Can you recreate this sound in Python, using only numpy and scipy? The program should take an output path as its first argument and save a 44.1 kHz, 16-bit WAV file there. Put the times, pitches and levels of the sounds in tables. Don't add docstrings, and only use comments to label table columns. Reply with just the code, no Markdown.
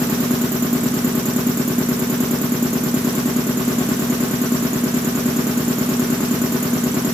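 import sys
import numpy as np
from scipy import signal
from scipy.fft import rfft, irfft, next_fast_len
from scipy.io import wavfile

SR = 44100
rng = np.random.default_rng(int(sys.argv[2]) if len(sys.argv) > 2 else 0)


def generate_wav(signal):
    frames = np.transpose(np.atleast_2d(signal))
    scaled = np.clip(frames, -1, 1) * 32767
    pcm = np.round(scaled).astype(np.int16)
    wavfile.write(sys.argv[1], SR, pcm)


def amplitude_ratio(level_db):
    exponent = np.asarray(level_db, float) / 20
    return 10 ** exponent


N = 314433
CRANK_HZ, MAINS_HZ = 9.4966, 60.01
RUN_IN_TURNS = 4
LEFT_RIGHT = np.array([[1], [-1]])


def at_hz(points, hz):
    point_hz, level_db = np.array(points).T
    return np.interp(np.log(hz + 1), np.log(point_hz), level_db)


def rms_one(x):
    return x / np.sqrt(np.mean(x ** 2) + 1e-20)


def drift(rate_hz):
    pole = np.exp(-80 * np.pi * rate_hz / SR)
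    draws = rng.standard_normal(N // 40 + 4002)
    slow = signal.lfilter([1], [1, -2 * pole, pole * pole], draws)[4000:]
    return np.interp(np.arange(N) / 40, np.arange(len(slow)), rms_one(slow))


def crank(wobble_s):
    return (np.arange(N) / SR + wobble_s * drift(0.93)) * CRANK_HZ


def since(turns, start_s):
    shifted = turns - start_s * CRANK_HZ + RUN_IN_TURNS + 2
    return shifted % 1 / CRANK_HZ, shifted.astype(int)


def ring(clicks, hz, t60_s):
    decay, angle = amplitude_ratio(-60 / (t60_s * SR)), 2 * np.pi * hz / SR
    poles = [1, -2 * decay * np.cos(angle), decay * decay]
    return signal.lfilter([0, np.sin(angle)], poles, clicks + 1e-18)


# start_s, intake_db, tank_db, heads_db
KNOCKS = [
    (.0939, -50, 0, -21),
    (.0122, 0, -50, -21),
    (.0287, -50, -50, -19),
    (.0560, -4, -14, -30),
    (.0771, -17, -50, -31),
]
# pitch_hz, level_db, t60_s
INTAKE = [(73.3, -27.5, 0.13), (94, -18, 0.018), (145.6, -20.5, 0.16), (194, -17, 0.016), (133.3, -50, 0.6),
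          (185.7, -25.5, 0.24)]
TANK = [(247.2, -15.5, 0.18), (293.7, -21, 0.15), (219.3, -17, 0.2), (260.5, -21, 0.74), (313, -49, 0.042)]
HEADS = [(373, -3.5, 0.038), (418.5, -9, 0.063), (438.6, -13.5, 0.25), (504.4, -19.5, 0.15), (588, -5, .03),
         (715, -18, 0.06), (382.1, -8.5, 0.33), (467, -18.5, 0.16), (398.7, -20.5, .2), (661, -17.5, .12),
         (513.3, -12, .1),
         (760, -52, 0.085), (843, -20, 0.081), (1084, -9, 0.029), (1235, -15, 0.04), (1501, -12, 0.043)]


def knocks(turns, spread_db):
    lead = np.arange(-RUN_IN_TURNS, 0, CRANK_HZ / SR)
    turns = np.concatenate([turns[0] + lead, turns])
    out, rise_s = np.zeros(len(turns)), .02
    for body, modes in enumerate((INTAKE, TANK, HEADS)):
        clicks = np.zeros(len(turns))
        for start_s, *levels_db in KNOCKS:
            at = np.flatnonzero(np.diff(since(turns, start_s)[1]))
            turn_db = spread_db * rng.standard_normal(80)[:len(at)]
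            clicks[at] += amplitude_ratio(levels_db[body] + turn_db)
        for k, (hz, level_db, t60_s) in enumerate(modes):
            swell = ring(ring(clicks, hz, t60_s), hz, rise_s) * 14 / (rise_s * SR)
            out += (-1) ** k * amplitude_ratio(level_db) * swell
    return out[-N:]


def workshop(x, t60_s, side_db, side_hz):
    age = np.arange(SR // 3) / SR
    echo = rng.standard_normal(len(age)) * amplitude_ratio(-60 * age / t60_s) * (age > .004)
    echo /= np.sqrt(np.sum(echo ** 2))
    echo = signal.sosfilt(signal.butter(1, side_hz, "high", fs=SR, output="sos"), echo)
    return x + amplitude_ratio(side_db) * signal.fftconvolve(x, echo)[:N] * LEFT_RIGHT


# pitch_hz,
# width_hz, level_db, dying_s
FRONT_OUTLET = [(12800, 850, -27, 0.015), (13760, 2000, -25, 0.0095), (6960, 730, -25.5, 0.014),
                (7740, 380, -34, 0.013), (10300, 260, -33, 0.012)]
FRONT_INLET = [(12800, 600, -33, 0.032), (1380, 1350, -29.5, 0.013)]
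REAR_OUTLET = [(13700, 1800, -34, 0.031), (7550, 83, -30.5, 0.0097), (1070, 340, -23, 0.0029)]
COOLER_PIPE = [(3400, 5100, -30, 0.01), (5660, 1160, -31, 0.019), (5940, 190, -37.5, 0.049)]
CHECK_VALVE = [(12430, 440, -32, 0.011)]
REAR_INLET = [(7670, 284, -24.5, 0.0048), (9550, 530, -33, 0.011), (6950, 360, -57, 0.0027),
              (6020, 530, -38.5, 0.021)]
# start_s, passage
VALVES = [(0.096, FRONT_OUTLET), (0.015, FRONT_INLET), (0.02, REAR_OUTLET), (.034, COOLER_PIPE),
          (.047, CHECK_VALVE), (.069, REAR_INLET)]
# pitch_hz, left_over_right_db
VALVE_LEAN = [(1350, 4.5), (3300, -1), (5630, -3.5), (6500, 0), (7550, 7.5), (10500, -4), (13500, -8)]
# time_s, level_db
FACING = [(0, -36), (2.2, -36), (3.0, -37), (3.55, -41), (4.4, -37.5), (5.2, -39), (5.8, -36.5), (6.1, -44),
          (6.6, -35), (7.13, -47)]


def valves(turns, spread_db, flutter_db, flutter_hz):
    time_s, facing_db = np.transpose(FACING)
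    facing_db = np.interp(np.arange(N) / SR, time_s, facing_db - facing_db.mean())
    beam, spill = amplitude_ratio(2.2 * facing_db - 2.5), amplitude_ratio(-0.088 * facing_db)
    white, out = rng.standard_normal((2, N)), np.zeros((2, N))
    for start_s, passage in VALVES:
        age, turn = since(turns, start_s)
        flutter = amplitude_ratio(flutter_db * np.sin(2 * np.pi * flutter_hz * age))
        reed = (1 - np.exp(-age / 0.0036)) * flutter
        for hz, width_hz, level_db, dying_s in passage:
            puff = amplitude_ratio(spread_db * rng.standard_normal(80))[turn]
            gate = reed * np.exp(-age / dying_s) * puff
            edges_hz = [hz - width_hz / 2, hz + width_hz / 2]
            band = signal.butter(2, edges_hz, "band", fs=SR, output="sos")
            white = np.roll(white, 5003, axis=1)
            hiss = np.sqrt(SR / 2.2 / width_hz) * signal.sosfilt(band, white)
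            place = beam if hz > 13400 else spill if hz > 5000 else 1
            lean = amplitude_ratio(at_hz(VALVE_LEAN, hz) / 2 * LEFT_RIGHT)
            out += amplitude_ratio(level_db) * lean * (place * gate * hiss)
    return out


# multiple of the mains, level_db (rms)
HUM = [(2.0, -58), (4.0, -24.4), (6.0, -54), (8.0, -47)]


def motor(turns, load_depth, load_swing, load_s, mains_lead_s):
    load = 2 * np.pi * (turns - load_s * CRANK_HZ)
    cycle = 2 * np.pi * MAINS_HZ * (np.arange(N) / SR + mains_lead_s)
    cycle += load_swing * np.sin(load) + .03 * drift(1.5)
    hum = sum(np.sqrt(2) * amplitude_ratio(level_db) * np.cos(k * cycle) for k, level_db in HUM)
    return hum * (1 + load_depth * np.cos(load)) * amplitude_ratio(.6 * drift(3.0))


# pitch_hz, level_db (rms)
SHAFT = [(64.3, -60), (110.7, -58), (293.1, -47), (315.9, -56), (328, -56), (362.7, -49)]


def shaft():
    time = np.arange(N) / SR
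    tones = np.zeros(N)
    for hz, level_db in SHAFT:
        tones += np.sqrt(2) * amplitude_ratio(level_db) * np.sin(2 * np.pi * (hz * time + rng.random()))
    return tones * amplitude_ratio(1.5 * drift(0.45))


# pitch_hz, level_db
CASING = [(30, -12), (70, -2), (100, 0), (128, 10), (165, 3), (205, 11), (375, 6), (450, 0)]
# pitch_hz, level_db (per Hz)
FAN_BED = [(450, -22), (630, -21),
           (900, -20), (1100, -16.5), (1500, -19), (2300, -23), (4500, -26.5)]
# pitch_hz, level_db
TREBLE = [(6450, -3), (6900, 5.5), (8600, -7.5), (10400, -1.5), (12700, 2.5)]
# pitch_hz, likeness (0 to 1)
LIKENESS = [(60, 0.83), (150, 1), (380, 1), (700, 1), (1100, 0.067), (2380, 0.01), (15000, 0.01)]
# pitch_hz, left_over_right_db
LEAN = [(60, -5), (120, -4), (240, -9), (480, 21.5), (950, -1.5), (3770, -1), (7520, 1.5), (15000, -5.5)]


def bed(turns, level_db, throb_db, throb_s):
    size = next_fast_len(N)
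    hz = np.fft.rfftfreq(size, 1 / SR)
    microphone = [(5800, 0)] + TREBLE + [(14400, -1), (15900, -3)]
    colour_db = at_hz(CASING, hz) + at_hz(FAN_BED, hz) + at_hz(microphone, hz)
    mid, side = rfft(rng.standard_normal((2, size))) * amplitude_ratio(colour_db)
    alike = np.clip(at_hz(LIKENESS, hz), 0, 1)
    lean = amplitude_ratio(at_hz(LEAN, hz) / 2 * LEFT_RIGHT)
    ears = np.sqrt(1 + alike) * mid + np.sqrt(1 - alike) * side * LEFT_RIGHT
    noise = irfft(lean * ears, size)[:, :N]
    turning = np.cos(2 * np.pi * (turns - throb_s * CRANK_HZ))
    return amplitude_ratio(level_db) * noise * amplitude_ratio(throb_db * turning + .5 * drift(1.5))


def scene():
    turns = crank(wobble_s=.0002)
    pump = workshop(knocks(turns, spread_db=0.45), t60_s=0.23, side_db=1.5, side_hz=2400)
    air = valves(turns, spread_db=.9, flutter_db=1.5, flutter_hz=114)
    hum = motor(turns, load_depth=0.3, load_swing=0.05, load_s=0.097, mains_lead_s=.0018)
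    machine = (pump + hum + shaft()) * amplitude_ratio(-.1 * LEFT_RIGHT)
    return machine + air + bed(turns, level_db=-6, throb_db=1.05, throb_s=0.033)


def low_pass(x):
    return signal.sosfilt(signal.butter(12, 15960, fs=SR, output="sos"), x)


def record(dry):
    bass_cut = signal.butter(3, 60, "high", fs=SR, output="sos")
    top_cut = signal.cheby2(10, 50, 16250, fs=SR, output="sos")
    mix = signal.sosfilt(np.vstack([bass_cut, top_cut]), dry)
    return low_pass(mix)


dry = scene()
out = record(dry)
generate_wav(out)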